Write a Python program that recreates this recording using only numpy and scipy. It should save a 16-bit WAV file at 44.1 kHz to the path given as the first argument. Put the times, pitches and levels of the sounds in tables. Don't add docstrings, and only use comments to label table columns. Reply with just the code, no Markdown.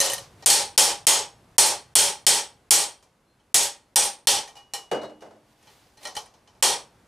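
import sys
import numpy as np
from scipy import signal
from scipy.io import wavfile

SR = 44100
rng = np.random.default_rng(int(sys.argv[2]) if len(sys.argv) > 2 else 0)


def transcribe(signal):
    frames = np.atleast_2d(signal).T
    limited = np.clip(frames, -1, 1)
    pcm = np.round(limited * 32767).astype(np.int16)
    wavfile.write(sys.argv[1], SR, pcm)


def linear_from_db(decibels):
    return 10 ** (np.asarray(decibels, float) / 20)


N = 311785

BAND_EDGES_HZ = 25 * 2 ** np.arange(0, 9.5, .4)
# pitch_hz, likeness (0 to 1)
LIKENESS = [(60, .998), (250, .985), (500, .85), (1000, .8), (4000, .8), (7000, .86), (10000, .998)]
# pitch_hz, level_db (per Hz)
CRASH_COLOUR = [(35, -69.5), (60, -58.5), (326, -23), (403, -8.5), (615, -12.5), (834, -4.5), (983, -9),
                (1730, -12), (3180, -6), (3750, -4), (8960, 4), (14700, -14), (16500, -46)]
# pitch_hz, level_db, t60_s (time to fall 60 dB)
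LOOSE_SHEET = [(591, -4.5, .16), (850, 4.5, 0.17), (1377, -8, 0.13), (1873, 0.5, 0.22), (2350, -5, 0.29),
               (3043, 2, 0.16), (3260, -9, 0.25), (3300, -10.5, 0.11), (4170, -1.5, 0.21),
               (4775, -15, 0.098), (5450, -6, .12), (5750, -0.5, 0.067), (6380, -5.5, 0.19),
               (7950, -23, 0.047), (8900, -4, 0.1)]
# pitch_hz, level_db, t60_s
HAMMER_HEAD = [(807, -5, .3), (2430, -20, .3), (2905, -7, .5), (4100, -3, .14), (4300, -3, .1),
               (5416, -5, .2), (5600, -3, .12), (7300, -10, .15), (7770, -6, .12)]
# start_s, peak_db, hardness_db, ring_db, ping_db
SET_DOWN = [
    (4.5548, -37, -5, -14, -27),
    (4.568, -36, -6, -6, -31),
    (4.7364, -19, 3.5, -15, -13.5),
    (5.015, -49, -33, -11, 0),
    (5.046, -53, -34, -22, 5),
    (5.2072, -43.5, -4.5, -13.5, -25),
]

MODE_SPREAD_DB = 5


def rms_one(x):
    return x / np.sqrt(np.mean(x ** 2) + 1e-20)


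def in_time(rows):
    s, *columns = np.transpose(rows)
    t = np.arange(N) / SR
    return [np.interp(t, s, column) for column in columns]


def at_hz(points, hz):
    curve_hz, value = np.array(points)[:, 0], np.array(points)[:, 1]
    return np.interp(np.log(hz), np.log(curve_hz), value)


def clicks_at(times, sizes):
    out = np.full(N, 1e-12)
    out[np.round(times * SR).astype(int)] = sizes
    return out


def dying(power, t60):
    return signal.lfilter([1], [1, -linear_from_db(-120 / (t60 * SR))], power)


def bands(spectrum, envelope=lambda hz: 1, top_hz=20000):
    white = rng.standard_normal((2, 2, N))
    for k, (low, high) in enumerate(zip(BAND_EDGES_HZ, BAND_EDGES_HZ[1:])):
        hz = np.sqrt(low * high)
        if hz < top_hz:
            band_filter = signal.butter(2, [low, high], "band", fs=SR, output="sos")
            mid, side = signal.sosfilt(band_filter, white[k % 2] * envelope(hz))
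            alike = np.clip(at_hz(LIKENESS, hz), 0, 1)
            stereo = np.sqrt(1 + alike) * mid + np.sqrt(1 - alike) * side * [[1], [-1]]
            yield linear_from_db(at_hz(spectrum, hz)) * stereo


def ringing(times, db, modes, spread_db, shorter, rattle_s=0):
    out = np.zeros((2, N))
    chance = rng.standard_normal((len(times), len(modes)))
    for (hz, mode_db, t60), luck in zip(modes, chance.T):
        force = clicks_at(times, linear_from_db(db + mode_db + spread_db * luck))
        if rattle_s:
            per_sample = 6 * np.log(10) / (rattle_s * SR)
            force = np.sqrt(dying(force ** 2, rattle_s) * per_sample) * rng.standard_normal(N)
        lean_db = MODE_SPREAD_DB * np.sqrt(1 - at_hz(LIKENESS, hz)) * rng.uniform(-1, 1)
        r = linear_from_db(-60 / (shorter * t60 * SR))
        w = 2 * np.pi * hz / SR
        tone = signal.lfilter([0, np.sin(w)], [1, -2 * r * np.cos(w), r * r], force)
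        out += tone * linear_from_db(lean_db * np.array([[1], [-1]]))
    return out


def crash(times, group_db, spectrum, crack_db, crack_s, shorter):
    # pitch_hz, t60_s
    shop_echo = [(110, 0.48), (520, 0.34), (2100, 0.34), (6100, 0.27), (11000, 0.19), (15000, 0.11)]
    group_borders = [1300, 7000]
    centre = np.sqrt(BAND_EDGES_HZ[1:] * BAND_EDGES_HZ[:-1])
    power = linear_from_db(2 * at_hz(spectrum, centre)) * np.diff(BAND_EDGES_HZ) * 2 / SR
    group = np.searchsorted(group_borders, centre)
    kicks = [clicks_at(times, linear_from_db(2 * db) / power[group == g].sum()) for g, db in enumerate(group_db)]
    cracks = [linear_from_db(2 * crack_db) * dying(kick, crack_s) for kick in kicks]

    def envelope(hz):
        g = np.searchsorted(group_borders, hz)
        return np.sqrt(cracks[g] + dying(kicks[g], shorter * at_hz(shop_echo, hz)))
    return sum(bands(spectrum, envelope))


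def background():
    # pitch_hz, level_db (per Hz)
    hiss_colour = [(15, -20.5), (30, -9.5), (70, -10), (200, -12.5), (900, -18), (2000, -26), (5000, -32.5),
                   (10000, -36), (16000, -50)]
    # pitch_hz, level_db (per Hz)
    rumble_colour = [(30, -23), (65, 0), (80, -11), (100, 4.5), (135, 0), (220, -27.5)]
    # start_s, level_db
    bustle = [
        (0, 8),
        (.6, 8),
        (1.3, 5),
        (2.2, 4),
        (3.2, -2),
        (4.1, -0.5),
        (5.4, 0.5),
        (6.2, 1),
        (7.07, 4),
    ]
    bustle_db, = in_time(bustle)
    hiss = rms_one(sum(bands(hiss_colour)))
    rumble = rms_one(sum(bands(rumble_colour, top_hz=250)))
    return linear_from_db(-63.5 + bustle_db) * hiss + linear_from_db(-74 + 2.2 * bustle_db) * rumble


def bird():
    # start_s, end_s, from_hz, to_hz, level_db
    chirp = (3.26, 3.36, 4130, 4230, -73)
    start, end, from_hz, to_hz, db = chirp
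    u = np.clip((np.arange(N) / SR - start) / (end - start), 0, 1)
    swell = np.sqrt(np.sin(np.pi * u) + 1e-12) * (u < 1)
    pitch_hz = from_hz + (to_hz - from_hz) * u
    return linear_from_db(db) * swell * np.sin(2 * np.pi * np.cumsum(pitch_hz) / SR)


def slide():
    # loudest_s, level_db, build_up_s, dying_s
    drags = [
        (0.22, -50, .02, 0.099),
        (0.41, -55.5, 0.063, 0.073),
        (5.53, -59.5, 0.17, .03),
        (5.7, -53, 0.23, 0.53),
        (6.052, -40.5, 0.078, .012),
    ]
    # pitch_hz, level_db (per Hz)
    rustle_colour = [(180, -29), (300, -7.5), (814, -2.5), (930, -16), (978, -9.5), (4230, -9),
                     (16000, -22.5)]
    depth_db = 21.5
    t = np.arange(N) / SR
    levels = []
    for s, db, rise, fall in drags:
        distance = np.where(t < s, (s - t) / rise, (t - s) / fall)
        levels.append(db - depth_db * distance)
    level = np.max(levels, axis=0)
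    catches = rng.exponential(1, N) * (rng.random(N) < 400 / SR)
    grain = np.sqrt(1 + .2 * dying(catches, .03))
    return rms_one(sum(bands(rustle_colour, lambda hz: grain))) * linear_from_db(level - 4.0)


def bench():
    # start_s, peak_db, head_ring_db
    thuds = [
        (4.914, -9.5, -16),
        (4.933, -51, -26),
        (5.017, -27, -40),
        (5.032, -26.5, -45),
        (5.095, -37, -44),
        (5.221, -31, -42),
        (5.261, -40, -27),
        (5.308, -39, -34),
        (5.358, -49.5, -40),
    ]
    # pitch_hz, level_db, t60_s
    bench_tones = [(217, -21, 1.55), (305, -16.5, 2.03), (393, -12, 0.18), (543, -15, 0.085),
                   (627, -12.5, 0.8), (830, -36, 2.3), (856, -2, 0.27), (1060, 1.5, 0.14)]
    # pitch_hz, level_db (per Hz)
    knock_colour = [(35, -57), (60, -31.5), (566, 4.5), (1060, -11.5), (1280, -21.5), (2710, -34),
                    (2970, 0.5), (3190, -33.5), (8510, -37), (16000, -57.5)]
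    s, db, ring = np.transpose(thuds)
    groups = [db - 11.5, db - 24.5, db - 35]
    knock = crash(s, groups, knock_colour, crack_db=-5.5, crack_s=.03, shorter=0.84)
    wood = ringing(s, db - 17.5, bench_tones, spread_db=-1.5, shorter=0.58, rattle_s=0.02)
    steel = ringing(s, db + ring, HAMMER_HEAD[1:3], spread_db=-1.5, shorter=0.9)
    return knock + wood + steel


def head():
    # pitch_hz, level_db, t60_s
    laid_head = [(3850, -2, .15), (4200, -4, .2)]
    s, db, hard, ring, ping = np.transpose(SET_DOWN)
    long_ring = ringing(s, db + ring + 3.5, HAMMER_HEAD[:3], spread_db=0, shorter=.8)
    answer = ringing(s, db + .4 * hard - 16, LOOSE_SHEET[2:6], spread_db=2.0, shorter=.3, rattle_s=.2)
    bright = ringing(s, db + ping + .4 * hard, HAMMER_HEAD[3:], spread_db=.8, shorter=1.25)
    dull = ringing(s, db + ping - .4 * hard - 12, laid_head, spread_db=1, shorter=1)
    return long_ring + answer + bright + dull


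def crowd():
    count = 44
    pitches = np.geomspace(1400, 10500, count) * linear_from_db(rng.normal(0, .12, count))
    return [(hz, at_hz(CRASH_COLOUR, hz) - 1.2 * np.log2(hz / 1400) + 8, .13) for hz in pitches]


def taps():
    # start_s, peak_db, hardness_db, ring_db
    nudges = [(0.424, -30.5, -13, -20.5), (3.026, -46, -1.5, -17), (3.3962, -67, -15.5, -0.5),
              (4.476, -33.5, -3, -14), (5.6266, -56, 0, -5), (5.6708, -49.5, -20, -4.5),
              (5.972, -49.5, -2, -4), (6.0062, -59, -2, -8), (6.03, -46, 10, -4.5),
              (6.052, -25.5, -5, -6.5), (6.07, -25, -6.5, -11.5), (6.0835, -44, -22, -1),
              (6.1518, -34.5, 6, -7), (6.1658, -21, -2, -8.5), (6.2587, -45.5, -2.5, -9.5),
              (6.339, -45, -9, -19.5), (6.4744, -44.5, -13.5, -13), (6.551, -52, -10, -18)]
    # start_s, peak_db
    bounces = [
        (0.0024, 2.5),
        (0.0128, 0.5),
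        (0.0588, -15.5),
        (0.0987, -17.5),
        (0.1178, -19),
        (0.1331, -16.5),
        (0.142, -39),
        (0.1804, -28),
    ]
    # pitch_hz, level_db, t60_s
    pinned_sheet = [(553, -6.5, 0.42), (1846, -5, 0.21), (3000, -3, 0.095), (3925, -19, 0.1),
                    (4104, -1, 0.11), (6160, -1.5, 0.085), (7140, -6.5, 0.11), (8100, -11, 0.02),
                    (8800, -4, 0.11), (8700, 1.5, 0.082), (9980, -0.5, 0.077), (12300, -5, .08)]
    clatter = [(s, db, 0.5, -5) for s, db in bounces]

    s, db, hard = np.transpose([row[:3] for row in nudges + SET_DOWN + clatter])
    lows = np.where(s < .2, -8.5, 1.5 - 0.1765 * (db + 40))
    groups = np.array([db + lows, db, db + hard]) - 20.5
    out = crash(s, groups, CRASH_COLOUR, crack_db=7.0, crack_s=0.0061, shorter=0.99)

    s, db, hard, ring = np.transpose(nudges)
    high_db = db + ring + 0.51 * hard - 19.5
    out = out + ringing(s, high_db, crowd(), spread_db=6.0, shorter=0.31, rattle_s=.02)
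    out = out + ringing(s, db + ring - 3, LOOSE_SHEET, spread_db=2.0, shorter=.45, rattle_s=.09)

    s, db, hard, ring = np.transpose(clatter)
    return out + ringing(s, db + ring - 3, pinned_sheet, spread_db=2.0, shorter=.33, rattle_s=.035)


def blows(force_db=8):
    # start_s, peak_db, seat_db (how well the sheet sits on the
    # horn), boom_db
    strikes = [(0.46, -16, 6, -8), (0.5006, -14, 3, -23), (0.7773, -10, 5, -10), (1.0681, -12, 4.5, -9.5),
               (1.5818, -9, 5.5, -9.5), (1.9537, -14, 6, -9.5), (1.9854, -18, 3, -18.5),
               (2.266, -12, 3.5, -15.5), (2.7072, -12.5, 8, -11.5), (3.5432, -14.5, 7, -14),
               (3.9585, -16.5, 4.5, -12), (4.2711, -17.5, 2, -13), (6.6253, -17.5, 2, -5.5)]
    # pitch_hz, level_db, t60_s
    sheet_tones = [(410.5, -5, 0.14), (496.5, -13, 0.3), (570, -3.5, 0.2), (812.5, 0.5, 0.22),
                   (865, -3.5, 0.27), (936, -2.5, 0.19), (3100, -9.5, .12)]
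    # pitch_hz, width_hz, top_db
    clang_tones = [(1890, 40, -6), (2420, 30, -7), (3180, 200, -2), (3500, 35, -3), (4330, 110, -1),
                   (4710, 40, -3), (5400, 130, -1), (5810, 30, 1), (6620, 90, -2), (7800, 90, -1),
                   (8690, 30, 2), (8850, 250, 0), (9400, 100, -1)]
    # pitch_hz, level_db, t60_s
    anvil_tones = [(806, 2, .45), (1880, -4, .4), (3170, -1, .45), (4300, 0, .45), (5450, -3, .4)]
    s, db, seat, boom = np.transpose(strikes)
    db = db + force_db

    luck = rng.random((len(s), 2, 4))
    delay = np.c_[0 * s, .008 + .09 * luck[:, 0]]
    loss = np.c_[0 * s, -5.0 - 230 * delay[:, 1:] - 6.0 * luck[:, 1]]
    slaps_s = (s[:, None] + delay).ravel()
    groups = [(level[:, None] + loss).ravel() for level in (db + boom, db, db + seat)]
    broad = crash(slaps_s, groups, CRASH_COLOUR, crack_db=-6.5, crack_s=0.09, shorter=0.83)

    ring_db = db + 7 - 0.86 * seat - 6.0
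    modes = ringing(s, ring_db, sheet_tones, spread_db=0.5, shorter=0.41, rattle_s=0.3)
    thump = ringing(s, -44 + 1.1 * seat, [(70, 0.015, 0.056)], spread_db=4, shorter=1)

    shared = [(hz, top + 20 * np.log10(1 + width / 30), 2.2 / (width + 30)) for hz, width, top in clang_tones]
    clang = ringing(s, db - 2, shared, spread_db=2.5, shorter=1, rattle_s=.24)
    streaks = ringing(s, db - 15, crowd(), spread_db=4.0, shorter=0.7, rattle_s=0.18)
    anvil = ringing(s, db - 34.5, anvil_tones, spread_db=5.0, shorter=1, rattle_s=.05)
    return broad + modes + streaks + clang + anvil + thump


def scene():
    return background() + bird() + slide() + bench() + head() + taps() + blows()


def low_pass(x):
    return signal.sosfilt(signal.butter(12, 16860, fs=SR, output="sos"), x)


def record(dry, knee_db=-24, share=0.59, release_db_s=400, attack_s=0.0026):
    pole = np.exp(-1 / (attack_s * SR))
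    power = signal.lfilter([1 - pole], [1, -pole], np.mean(dry ** 2, 0))
    level = 10 * np.log10(power + 1e-12)
    ramp = release_db_s * np.arange(N) / SR
    held = np.maximum.accumulate(level + ramp) - ramp
    over = np.maximum(held - knee_db, 0)
    ahead = int(0.013 * SR)
    over = np.maximum(over, np.r_[over[ahead:], np.zeros(ahead)] - over)

    mid = dry.mean(0)
    side_filter = signal.butter(1, 251, "high", fs=SR, output="sos")
    side = signal.sosfilt(side_filter, dry[0] - dry[1]) / 2
    stereo = np.array([mid + side, mid - side])

    x = .68 * np.tanh(stereo * linear_from_db(-share * over) / .68)
    x = signal.sosfilt(signal.cheby2(12, 75, 16700, fs=SR, output="sos"), x)
    x = signal.sosfilt(signal.butter(1, 45, "high", fs=SR, output="sos"), x)
    return low_pass(x)


dry = scene()
out = record(dry)
transcribe(out)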